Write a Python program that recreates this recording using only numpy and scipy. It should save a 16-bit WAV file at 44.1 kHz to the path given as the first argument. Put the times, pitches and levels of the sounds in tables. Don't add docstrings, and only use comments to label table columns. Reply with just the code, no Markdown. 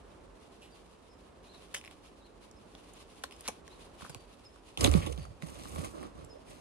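import sys
import numpy as np
from scipy import signal
from scipy.fft import rfft, irfft
from scipy.io import wavfile
from scipy.ndimage import uniform_filter1d, map_coordinates

SR = 44100
rng = np.random.default_rng(int(sys.argv[2]) if len(sys.argv) > 2 else 0)


def generate_wav(sig):
    pcm = np.round(np.clip(np.atleast_2d(sig).T, -1, 1) * 32767).astype(np.int16)
    wavfile.write(sys.argv[1], SR, pcm)


N = 291280
T = np.arange(N) / SR

# frequency in Hz, gain in dB.
GARDEN_EQ = [(18, -49), (30, 8), (59, 4.5), (127, -3.5), (164, 0), (206, 2), (254, 1), (336, -2.5),
             (383, -2.5), (1020, -9), (1130, -11), (3870, -29.5), (9280, -33), (12600, -69), (14000, -47)]
# frequency in Hz, left-right correlation.
GARDEN_CORRELATION = [(60, 0.856), (290, 0.59), (640, 0.209), (1400, 0.15), (7000, 1)]
# start in seconds, length in seconds, level in dB.
STROKES = [(0.363, 0.257, -70.5), (0.675, 0.168, -67.5), (1.412, 0.531, -64.5), (1.524, 0.0254, -59),
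           (2.025, 0.0166, -57.5), (2.407, 0.017, -62.5), (2.663, 0.249, -63.5), (2.927, 0.0814, -59),
           (3.074, 0.446, -63), (3.423, 0.035, -53.5), (3.638, 0.312, -66.5), (3.774, 0.05, -58),
           (3.97, 0.1104, -55.5), (4.126, 0.347, -67.5), (4.63, 0.075, -62)]
# frequency in Hz, gain in dB.
LEAF_EQ = [(300, -19), (1100, 7.5), (1600, -8), (2600, 4.5), (3900, 2), (5500, -3.5), (8000, -5.5),
           (10000, -0.5), (12500, -10.5), (16000, -30)]
# start in seconds, length in seconds, level in dB,
# blade ring in Hz, then hollow stalk and bare crack, both in dB against the ring.
BLADE_SNAPS = [(0.619, 0.052, -64, 2570, -6.5, 0.5), (1.7418, 0.00526, -48.5, 2380, -23, 9.5),
               (1.746, 0.00393, -47.5, 2380, -27.5, 12), (1.7505, 0.00151, -40, 2480, -21, 3.5),
               (1.754, 0.0313, -59.5, 2600, -5, 13), (2.513, 0.00185, -53.5, 6940, -13.5, -10.5),
               (2.7513, 0.00077, -45, 3720, -3, -9.5), (2.935, 0.0042, -57.5, 9000, -8, -5),
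               (3.2391, 0.00445, -46, 3850, 6.5, 4.5), (3.3103, 0.00087, -53, 2530, -6, 6.5),
               (3.323, 0.0018, -51, 2470, -2.5, 1), (3.364, 0.00097, -57, 7000, -13.5, 0),
               (3.408, 0.00218, -46, 9900, -26, -4), (3.6787, 0.00124, -52.5, 1630, -2.5, 5.5),
               (4.096, 0.0081, -63, 7800, 10.5, 17), (4.774, 0.00355, -38.5, 2890, -3.5, 0.5),
               (4.808, 0.0081, -40.5, 3900, -7.5, 8), (4.8338, 0.0023, -37, 9400, -18, -5),
               (4.8417, 0.0041, -31, 6700, -7, 3.5), (4.843, 0.0081, -32.5, 1823, -2.5, 0),
               (4.86, 0.0083, -39.5, 2770, -7.5, -1.5), (4.8744, 0.00229, -34, 2970, 0, -4),
               (4.9148, 0.00064, -37.5, 9000, -16.5, 6), (4.939, 0.0015, -37, 3220, -15.5, 4),
               (5.016, 0.0317, -50, 2400, -9.5, -12), (5.0626, 0.01294, -46.5, 2650, 1, 3),
               (5.124, 0.00526, -55, 2650, 0, 10.5), (5.1772, 0.00126, -46, 2810, 1, -3),
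               (5.4231, 0.00147, -39, 1660, -9, -5.5), (5.655, 0.0019, -54, 2400, 9.5, -19),
               (5.7602, 0.00105, -41.5, 2440, 5.5, -4), (5.845, 0.0136, -56.5, 2400, 10.5, 9.5),
               (6.0302, 0.0012, -47, 1424, 6.5, 0.5), (6.246, 0.0043, -58, 8900, -9.5, 0)]
# frequency in Hz, width in Hz, gain in dB.
STALK_MODES = [(252.4, 166, 3.5), (523, 288, 2.5), (785.3, 205, 5.5), (1065.4, 145, 5), (1435, 200, -4.5)]
# frequency in Hz, gain in dB.
CRACK_EQ = [(200, -7), (1200, 0.5), (3000, 5.5), (4200, 1), (6000, 4.5), (8200, 3), (11000, 6.5),
            (12500, -10.5), (16000, -4.5)]
# start in seconds, length in seconds, held note in Hz, level in dB.
WHISTLES = [(.705, 0.064, 4684, -67), (1.082, 0.07, 5143, -65), (1.837, 0.047, 5153, -65.5),
            (2.556, 0.04, 5140, -66), (3.309, 0.04, 5130, -59), (4.075, 0.18, 4557, -62),
            (4.443, 0.0427, 5090, -56), (5.17, 0.113, 4560, -61.5), (6.289, 0.049, 5099, -58.5)]
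# start in seconds, length in seconds, level in dB.
WARBLES = [(1.447, 0.166, -64), (1.532, 0.0443, -57.5), (2.194, 0.1065, -67.5), (3.673, 0.1, -62.5),
           (3.782, 0.049, -68.5)]
# start in seconds, level in dB.
CREAK_SLIPS = [(1.8132, -43), (1.841, -44.5), (1.8493, -40), (1.859, -44), (1.865, -47.5), (1.8773, -43),
               (1.8825, -50), (1.912, -44), (1.923, -58.5)]
# start in seconds, length in seconds, level in dB,
# blade ring in Hz, then hollow stalk and bare crack, both in dB against the ring.
RIB_SNAPS = [(3.2375, 0.000282, -25, 1770, -6, -2), (3.4777, 0.00271, -47, 4720, 11.5, 15.5),
             (3.4831, 0.00286, -51.5, 2780, 14.5, 21.5), (3.487, 0.00416, -58, 2860, 17, 19),
             (4.1469, 0.0007, -43, 2950, 0, 8.5), (4.8457, 0.000493, -15.5, 2770, -5.5, -1)]
# start in seconds, length in seconds, level in dB.
TEAR = (3.436, 0.036, -47)
# start in seconds, length in seconds, level in dB.
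PATS = [(4.0092, 0.0008, -46), (4.021, 0.0028, -54.5), (4.045, 0.01, -51), (4.063, 0.0083, -55.5),
        (4.5603, 0.00046, -50.5), (5.252, 0.0035, -50.5)]
# start in seconds, pitch in Hz, level in dB,
# seconds to decay by 60 dB, pitch sag as a fraction.
BUMPS = [(4.027, 200, -35, 0.084, 0.146), (4.096, 157.4, -36, 0.101, 0.205), (4.16, 124, -35, 0.059, 0.32),
         (4.849, 251, -10.5, 0.043, 0.215), (4.849, 98.4, -18.5, 0.153, 0.09),
         (4.8773, 297.8, -15.5, 0.09, 0.098), (4.8888, 72.8, -14.5, 0.18, 0.112),
         (4.95, 207.9, -7.5, 0.1115, .6), (5.068, 319.2, -33, 0.128, 0.084),
         (5.0881, 73.5, -28.5, 0.4, 0.161), (5.182, 173, -30, 0.17, 0.378),
         (5.433, 177.3, -24, 0.094, 0.219), (5.787, 172.2, -29.5, 0.102, .15)]
# time in seconds, left-channel lag in samples.
LEFT_LAG = [(4.4, 3), (4.7, 20)]
# start, attack, length and release in seconds,
# then rumble, scrape, hiss and dry skin levels in dB.
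SHOVES = [(4.773, 0.083, 0.0807, 0.085, -30, -24.5, -34, -40),
          (4.91, 0.0218, 0.0401, 0.2196, -26, -33.5, -41.5, -48),
          (5.168, 0.014, 0.0725, 0.078, -45, -59, -56.5, -87),
          (5.265, 0.013, 0.0478, 0.086, -46.5, -66.5, -73, -89),
          (5.414, 0.0085, 0.318, 0.035, -53, -50, -53.5, -58.5),
          (5.698, 0.0855, 0.1082, 0.107, -37, -40.5, -48.5, -49.5),
          (5.825, 0.0222, 0.0215, 0.091, -56, -38, -46.5, -46.5),
          (5.923, 0.026, 0.135, 0.067, -58, -43.5, -55, -78),
          (6.14, 0.018, 0.069, 0.154, -49, -50.5, -62, -86.5),
          (6.438, 0.0793, 0.064, 0.21, -57, -53.5, -53.5, -60)]
# frequency in Hz, gain in dB.
RUMBLE_EQ = [(21, -35.5), (34, -62), (48, -4), (67, 4), (91, -2), (120, -3), (190, -10.5), (380, -58)]
SCRAPE_EQ = [(85, -20), (150, 6), (225, 5.5), (305, 2.5), (420, -4), (560, -4), (850, -20.5), (1130, -4.5),
             (1650, -22), (3000, -59)]
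HISS_EQ = [(260, -21), (570, 12.5), (960, 5), (1500, -5.5), (2000, 2), (2600, 3), (3400, 0), (5200, -4),
           (7000, -9.5), (8600, -6), (10300, 0), (12300, -21), (13500, -21.5), (16000, -12)]
SKIN_EQ = [(1000, -28.5), (2400, -5), (3200, -13.5), (4200, -9.5), (5500, -3), (8500, 5), (11000, 3),
           (12500, 5.5), (13600, -20.5)]
# start in seconds, length in seconds, first and last pitch in Hz, level in dB.
RUBS = [(4.831, 0.045, 780, 717.5, -33.5), (4.836, 0.0229, 465.8, 445, -27), (4.93, 0.02, 543, 513.9, -39),
        (5.063, 0.0443, 440, 508, -41), (5.243, 0.0374, 770, 648, -53.5), (5.744, 0.112, 682.1, 554.6, -50),
        (5.94, 0.076, 617, 803, -52), (6.252, 0.1183, 441.7, 608, -51.5)]
# frequency in Hz, gain in dB.
MASTER_EQ = [(20, -30), (44, 3), (220, -2), (310, 3), (420, 4), (560, 3.5), (780, 1.5), (1150, 2.5),
             (1950, 1), (2850, 0.5), (3900, 0.5), (9500, -0.5), (12200, -6.5), (13400, -6), (16000, -19)]


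def undb(db):
    return 10 ** (np.asarray(db) / 20)


def unit(x):
    return x / np.sqrt(np.mean(x ** 2) + 1e-20)


def on_bins(points, size):
    hz, value = np.transpose(points)
    bin_hz = np.arange(size // 2 + 1) * SR / size
    return np.interp(np.log(bin_hz + 1), np.log(hz), value)


def eq(x, curve, size=4096):
    cepstrum = irfft(np.log(undb(on_bins(curve, size))))
    cepstrum[1:size // 2] *= 2
    cepstrum[size // 2 + 1:] = 0
    return signal.fftconvolve(x, irfft(np.exp(rfft(cepstrum))))[:len(x)]


def ring(x, hz, width_hz):
    return signal.lfilter(*signal.iirpeak(min(hz, SR / 3), hz / width_hz, fs=SR), x)


def wander(rate):
    hold = int(SR / rate)
    steps = np.repeat(rng.uniform(-1, 1, N // hold + 1), hold)
    return unit(uniform_filter1d(steps, hold)[:N])


def grains(rate, spread_db):
    fires = rng.random(N) < rate / SR
    size = np.minimum(rng.exponential(size=N), 5)
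    return unit(fires * rng.choice([-1, 1], N) * undb(spread_db * size))


def swell(start, attack, length, release):
    age = T - start
    return np.clip(age / attack, 0, 1) * undb(-20 * np.maximum(age - length, 0) / release)


def add(track, start, sound):
    first = int(start * SR)
    track[..., first:first + sound.shape[-1]] += sound[..., :N - first]


def echoes(x, t60, delay_s):
    t = T[:SR // 2]
    tails = rng.standard_normal((2, len(t))) * undb(-60 * t / t60) * (t > delay_s)
    return np.array([signal.fftconvolve(x, tail / np.linalg.norm(tail))[:N] for tail in tails])


def pan(x):
    lag = np.interp(T, *np.transpose(LEFT_LAG))
    left = map_coordinates(x, [np.arange(N) - lag], order=3)
    return np.array([undb(-1) * left, x])


def garden_hum(level_db=-57, lean_right_db=2.5, waver_db=1.1062):
    mid, side = rfft(rng.standard_normal((2, N)))
    alike = on_bins(GARDEN_CORRELATION, N)
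    polarity = np.array([[1], [-1]])
    spectra = mid * np.sqrt(1 + alike) + polarity * side * np.sqrt(1 - alike)
    air = unit(irfft(spectra * undb(on_bins(GARDEN_EQ, N)), N))
    return air * undb(level_db + waver_db * wander(2.384) - polarity * lean_right_db / 2)


def friction(curve, slip_rate, catch_rate, catch_db, width_db):
    grip = undb(catch_db * wander(catch_rate))
    shared, left, right = (eq(grains(slip_rate, spread_db=3) * grip, curve) for _ in range(3))
    return unit(pan(shared) + undb(width_db) * np.array([left, right]))


def crinkles(rate, low_hz, high_hz, spread_db):
    pitches = np.geomspace(low_hz, high_hz, 9)
    bands = (ring(grains(rate / len(pitches), spread_db), hz, hz / 2) for hz in pitches)
    return unit(sum(unit(band) for band in bands))


def sliding_leaves(attack_s=0.037, release_s=0.126, stir_db=-69.5, crackle_db=-9.5):
    power = sum((undb(db) * swell(start, attack_s, length, release_s)) ** 2
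                for start, length, db in STROKES)
    slide = friction(LEAF_EQ, slip_rate=10000, catch_rate=54, catch_db=2.5, width_db=12)
    crackle = pan(crinkles(rate=500, low_hz=1800, high_hz=8000, spread_db=2.8))
    return np.sqrt(power + undb(stir_db) ** 2) * (slide + undb(crackle_db) * crackle)


def snap(length, db, hz, stalk_db, crack_db, fibre_rate=11000):
    t = T[:4096]
    fibres = rng.standard_normal(len(t)) * (rng.random(len(t)) < fibre_rate / SR)
    fibres[0] = 2
    fibres *= np.exp(-(t / length) ** 2)
    blade = ring(ring(fibres, hz, hz / 1.5), hz, hz)
    stalk = sum(undb(mode_db) * ring(ring(fibres, mode_hz, width_hz), mode_hz, mode_hz)
                for mode_hz, width_hz, mode_db in STALK_MODES)
    crack = eq(fibres, CRACK_EQ)
    sound = unit(blade) + undb(stalk_db) * unit(stalk) + undb(crack_db) * unit(crack)
    return undb(db) * sound * np.sqrt(length / t[-1])


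def bird_note(hz, quiver_hz, flutter_db):
    count = len(hz)
    pitch = hz + quiver_hz * wander(600)[:count]
    gain = np.sin(np.linspace(0, np.pi, count)) * undb(flutter_db * wander(96.5)[:count])
    return gain * np.sin(2 * np.pi * np.cumsum(pitch) / SR)


def birds(warble_hz=4000, swing_hz=230, swings_per_s=16.5):
    song = np.zeros(N)
    for start, length, held_hz, db in WHISTLES:
        t = T[:int(length * SR)]
        hz = held_hz * (1 + 0.2 * np.exp(-t / (0.11 * length)))
        add(song, start, undb(db) * bird_note(hz, quiver_hz=55, flutter_db=2.5))
    for start, length, db in WARBLES:
        t = T[:int(length * SR)]
        hz = warble_hz + swing_hz * np.cos(2 * np.pi * swings_per_s * t)
        add(song, start, undb(db) * bird_note(hz, quiver_hz=95, flutter_db=3))
    early = echoes(song, t60=0.05, delay_s=0.002)
    tail = echoes(song, t60=0.6, delay_s=0.025)
    return undb(-2) * song + undb(-6) * early + undb(-12) * tail


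def creak():
    return [(start, snap(0.0003, db, hz=2400, stalk_db=-7, crack_db=-1)) for start, db in CREAK_SLIPS]


def rib_snap(*settings, low_lag_s=0.007029, half_lag_hz=782.05):
    click = snap(*settings)
    hz = np.arange(len(click) // 2 + 1) * SR / len(click)
    lag = low_lag_s / (1 + (hz / half_lag_hz) ** 2)
    return irfft(rfft(click) * np.exp(-2j * np.pi * np.cumsum(lag) * hz[1]))


def tearing():
    start, length, db = TEAR
    fibres = crinkles(rate=11000, low_hz=1800, high_hz=4800, spread_db=1)
    return pan(fibres * undb(db) * swell(start, length, length, release=0.016))


def pats():
    return [(start, snap(length, db, hz=1150, stalk_db=-6, crack_db=-4)) for start, length, db in PATS]


def bumps(rise_s=0.00091, sag_s=0.0427):
    thumps, t = np.zeros(N), T[:SR // 2]
    for start, hz, db, t60, sag in BUMPS:
        pitch = hz * (1 - sag * (1 - np.exp(-t / sag_s)))
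        envelope = undb(db - 60 * t / t60) * (1 - np.exp(-t / rise_s))
        add(thumps, start, envelope * np.sin(2 * np.pi * np.cumsum(pitch) / SR))
    return thumps


def shove_envelope(levels_db):
    return np.sqrt(sum((undb(db) * swell(*shove[:4])) ** 2 for shove, db in zip(SHOVES, levels_db)))


def brushing_hiss(drag_db=-3, crinkle_db=-7):
    *_, hiss_db, skin_db = np.transpose(SHOVES)
    drag = friction(HISS_EQ, slip_rate=3200, catch_rate=130, catch_db=2.5, width_db=6)
    folds = pan(crinkles(rate=1200, low_hz=2300, high_hz=9500, spread_db=3.2))
    skin = friction(SKIN_EQ, slip_rate=3000, catch_rate=92, catch_db=3.5, width_db=2.5)
    hiss = undb(drag_db) * drag + undb(crinkle_db) * folds
    return hiss * shove_envelope(hiss_db) + skin * shove_envelope(skin_db)


def handling_noise(left_db=-9, far_end_lag_s=0.001707):
    *_, rumble_db, scrape_db, _, _ = np.transpose(SHOVES)
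    rumbles = [unit(eq(rng.standard_normal(N), RUMBLE_EQ)) for _ in range(2)]
    scrapes = [unit(eq(grains(rate=1800, spread_db=3), SCRAPE_EQ)) for _ in range(2)]
    sway, left_sway = shove_envelope(rumble_db) * rumbles
    rock, left_rock = shove_envelope(scrape_db) * scrapes
    rock = rock + stalk_rubs()
    thumps = bumps()
    late_thumps = np.roll(thumps, int(far_end_lag_s * SR))
    left = sway + left_sway + 0.93 * (left_rock - rock) + 0.78 * late_thumps
    return np.array([undb(left_db) * left, sway + rock + thumps])


def stalk_rubs(width_hz=110, drift_depth=0.08, attack_s=0.0113, release_s=0.0843):
    rubs = np.zeros(N)
    lowpass = signal.butter(2, width_hz / 2, fs=SR, output="sos")
    slips = unit(signal.sosfilt(lowpass, grains(rate=250, spread_db=2)))
    drift = 1 + drift_depth * wander(25)
    for start, length, first_hz, last_hz, db in RUBS:
        hz = np.interp(T, [start, start + length], [first_hz, last_hz]) * drift
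        tube = slips * np.sin(2 * np.pi * np.cumsum(hz) / SR)
        rubs += undb(db) * swell(start, attack_s, length, release_s) * tube
    return rubs


def scene(scatter_db=-3, hedge_db=-11.5):
    cues = [(start, snap(*row)) for start, *row in BLADE_SNAPS]
    cues += [(start, rib_snap(*row)) for start, *row in RIB_SNAPS]
    hits, scatter = np.zeros(N), np.zeros((2, N))
    for start, sound in cues + creak() + pats():
        add(hits, start, sound)
        add(scatter, start, echoes(sound, t60=0.00392, delay_s=0.0002))
    leaves = pan(hits) + undb(scatter_db) * scatter + tearing() + sliding_leaves() + brushing_hiss()
    hedge = undb(hedge_db) * echoes(leaves[1], t60=0.1145, delay_s=0.0046)
    return leaves + hedge + handling_noise() + birds() + garden_hum()


def record(dry, low_cut_hz=42, high_cut_hz=16000):
    heard = np.array([eq(channel, MASTER_EQ) for channel in dry])
    heard = signal.sosfilt(signal.butter(3, low_cut_hz, "highpass", fs=SR, output="sos"), heard)
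    return signal.sosfilt(signal.ellip(8, .2, 70, high_cut_hz, fs=SR, output="sos"), heard)


dry = scene()
out = record(dry)
generate_wav(out)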